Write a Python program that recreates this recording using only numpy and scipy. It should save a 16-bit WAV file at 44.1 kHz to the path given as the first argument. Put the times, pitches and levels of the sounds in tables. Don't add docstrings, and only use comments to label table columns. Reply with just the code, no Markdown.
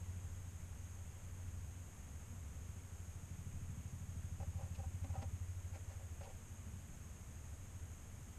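import sys
import numpy as np
from scipy import signal
from scipy.fft import rfft, irfft
from scipy.io import wavfile

SR = 44100
rng = np.random.default_rng(int(sys.argv[2]) if len(sys.argv) > 2 else 0)


def to_wav(s):
    ch = np.atleast_2d(s).T
    pcm = np.round(np.clip(ch, -1, 1) * 32767)
    wavfile.write(sys.argv[1], SR, pcm.astype(np.int16))


N = 369558


def leg_scuffs(size=16384):
    # middle_s, length_s, rub_db, grit_db, tilt_db_per_octave
    strokes = [ (4.406, 0.011, -52.5, -71, -3), (4.429, 0.012, -54, -67, -7), (4.6, .036, -58.5, -78, -10),
               (4.625, 0.09, -62, -75, 1), (4.756, .018, -78, -64, 9), (4.797, .018, -55, -69, 0),
               (4.841, .012, -55, -75, 12), (5.047, 0.0086, -54, -63.5, -2), (5.104, .015, -60.5, -71, 7),
               (5.156, 0.025, -51, -72, 16), (5.192, 0.034, -58, -75, 7), (5.227, .012, -51.5, -59, -1),
               (5.239, .013, -54, -71, -3), (5.755, 0.026, -58.5, -63, -6), (5.912, .044, -63, -70, -1),
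               (6.009, .025, -64.5, -80, -3), (6.214, 0.0069, -53, -56.5, -12),
               (6.244, 0.027, -58.5, -65.5, 4), (6.27, 0.014, -56, -72, -14), (6.303, 0.016, -58, -68, -5)]
    # pitch_hz, width_hz, level_db
    tank_modes = [(553, 31, 6.5), (616, 43, 1), (773, 45, 6), (932, 24, -5), (950, 24, -22),
                  (1254, 21, -13), (1355, 21, -17), (1890, 40, -21), (2600, 40, -15)]
    # frequency_hz, relative_db
    grit_spectrum = [(300, -32), (700, -4.5), (1100, -22), (1370, 3), (1600, -5), (1880, 2), (2200, 3),
                     (2650, 4), (3500, -5.5), (5000, -5), (6500, -7), (9000, -20), (14000, -41)]
    out = np.zeros(N)
    t = (np.arange(size) - size // 2) / SR
    for middle_s, length_s, rub_db, grit_db, tilt in strokes:
        swell = np.exp(-2 * (t / length_s) ** 2)
        modes = [(hz, width, db + tilt * np.log2(min(hz, 1000))) for hz, width, db in tank_modes]
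        crumbs = [(hz, db + tilt * np.log2(min(hz, 3000))) for hz, db in grit_spectrum]
        tank = unit_rms(tank_ring(swell * slips(size), modes))
        soil = unit_rms(coloured(swell * slips(size), crumbs))
        scuff = gain_of(rub_db) * tank + gain_of(grit_db) * soil
        start = round(middle_s * SR) - size // 2
        out[start:start + size] += np.sqrt(np.mean(swell ** 2)) * scuff
    return out


def slips(size, slips_per_s=3000, spread_db=3):
    strength = gain_of(spread_db * np.minimum(rng.exponential(1, size), 3))
    polarity = rng.choice([-1, 1], size)
    slipping = rng.random(size) < slips_per_s / SR
    return unit_rms(strength * polarity * slipping)


def tank_ring(x, modes, band_hz=(470, 2200)):
    t = np.arange(SR // 8) / SR
    response = sum(gain_of(db) * width * np.exp(-np.pi * width * t) * np.sin(2 * np.pi * hz * t)
                   for hz, width, db in modes)
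    bandpass = signal.butter(3, band_hz, "bandpass", fs=SR, output="sos")
    return signal.fftconvolve(x, signal.sosfilt(bandpass, response))[:len(x)]


def footfalls(rise_s=0.006):
    # start_s, pitch_hz, level_db, t60_s
    bumps = [(5.04, 265, -46.5, 0.13), (5.222, 236, -41, 0.082), (6.662, 216.3, -49, 0.23),
             (6.75, 202, -47.5, 0.14)]
    out = np.zeros(N)
    for start_s, hz, db, t60_s in bumps:
        age = np.maximum(np.arange(N) / SR - start_s, 0)
        rise = 1 - np.exp(-age / rise_s)
        out += gain_of(db - 60 * age / t60_s) * rise * np.sin(2 * np.pi * hz * age)
    return out


def far_rotor(blades_per_s=12.871, doppler_per_s=0.045, pass_s=3.6, pass_width_s=1.5):
    # frequency_hz, relative_db
    thud_spectrum = [(8, -32), (25, -18), (40, -16), (62, -14.5), (76, 0), (90, 4), (103, -4), (118, -20.5),
                     (200, -51.5), (1500, -100)]
    slap_spectrum = [(70, -32), (115, -10), (129, 4.5), (142, -5), (154, -10), (167, 0.5), (180, -4),
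                     (194, -16), (218, -14.5), (232, -9.5), (250, -27), (340, -43), (1500, -100)]
    # time_s, level_db
    thud_levels = [(0.0, -47.5), (1.2, -55.5), (1.48, -48.6), (2.04, -57.5), (5.16, -44), (6.04, -49),
                   (6.28, -55), (6.76, -52), (6.88, -59.5), (7.88, -51.5), (8.0, -62.5), (8.36, -57.5)]
    slap_levels = [(0.0, -61), (1.56, -69.0), (3.08, -62), (3.56, -53.5), (5.4, -58.4), (5.96, -79),
                   (6.72, -65.5), (8.36, -68.5)]
    first_s, echo_s = 0.049, 0.0335
    flutter_db, slap_trim_db = 0.7, -0.5
    t = np.arange(N) / SR
    rate = blades_per_s - doppler_per_s * np.tanh((t - pass_s) / pass_width_s)
    blade_count = np.cumsum(rate) / SR
    direct, echo = (np.pad(np.diff(np.floor(blade_count - delay_s * rate)), (1, 0))
                    for delay_s in (first_s, first_s + echo_s))
    echo_share = np.interp(t, [0, 2.9], [0.7, 0.1])
    pulses = ((1 - echo_share) * direct + echo_share * echo) / np.hypot(1 - echo_share, echo_share)
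    thud, slap = (unit_rms(through_walls(pulses * gain_of(flutter_db * drift(8.2)), spectrum))
                  for spectrum in (thud_spectrum, slap_spectrum))
    return gain_of(curve(thud_levels)) * thud + gain_of(curve(slap_levels) + slap_trim_db) * slap


def through_walls(x, spectrum, size=16384):
    log_gain = np.log(gain_at(abs(np.fft.fftfreq(size, 1 / SR)), spectrum))
    transfer = np.exp(np.conj(signal.hilbert(log_gain)))
    response = np.fft.ifft(transfer).real[:size // 2]
    return signal.fftconvolve(x, response)[:N]


def room_tone(rumble_db=-53.5, wander_db=1.0, hiss_db=-66, whine_db=-66):
    # frequency_hz, relative_db
    rumble_spectrum = [(10, -14), (22, 3), (36, -9.5), (54, -6.5), (74, 4.5), (92, -5), (115, -6),
                       (150, -11.5), (185, -13.5), (235, -15), (290, -23), (420, -45.5), (900, -70)]
    hiss_spectrum = [(100, -17), (280, 4), (450, 3.5), (700, 1), (1200, -1), (2400, -4), (3200, -7.5),
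                     (4300, -14.5), (5200, -12), (5900, -9.5), (7000, -19.5), (11000, -36)]
    whine_spectrum = [(5000, -84), (6000, -14), (6250, -7), (6480, 2), (6900, -4.5), (8300, -8),
                      (9300, -11.5), (10400, -17), (11600, -14), (12600, -15), (14000, -22.5), (14800, -38)]
    rumble, hiss, whine = (unit_rms(coloured(rng.standard_normal(N), spectrum))
                           for spectrum in (rumble_spectrum, hiss_spectrum, whine_spectrum))
    rumble_gain = gain_of(rumble_db + wander_db * drift(2.01))
    return rumble_gain * rumble + gain_of(hiss_db) * hiss + gain_of(whine_db) * whine


def gain_of(db):
    return 10 ** (np.asarray(db) / 20)


def unit_rms(x):
    return x / np.sqrt(np.mean(x ** 2) + 1e-20)


def gain_at(frequency_hz, spectrum):
    hz, db = np.transpose(spectrum)
    return gain_of(np.interp(np.log(frequency_hz + 1), np.log(hz), db))


def coloured(x, spectrum):
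    gain = gain_at(np.fft.rfftfreq(len(x), 1 / SR), spectrum)
    return irfft(rfft(x) * unit_rms(gain), len(x))


def drift(knots_per_s):
    knots = np.arange(0, N / SR + 1, 1 / knots_per_s)
    return unit_rms(np.interp(np.arange(N) / SR, knots, rng.standard_normal(len(knots))))


def curve(points):
    return np.interp(np.arange(N) / SR, *np.transpose(points))


def scene():
    return (room_tone() + far_rotor() + leg_scuffs() + footfalls())[None]


def record(dry):
    edge_hz = 14750
    lowpass = signal.firwin(511, edge_hz, window=("kaiser", 8), fs=SR)
    return signal.oaconvolve(dry, lowpass[None], "same", axes=1)


dry = scene()
out = record(dry)
to_wav(out)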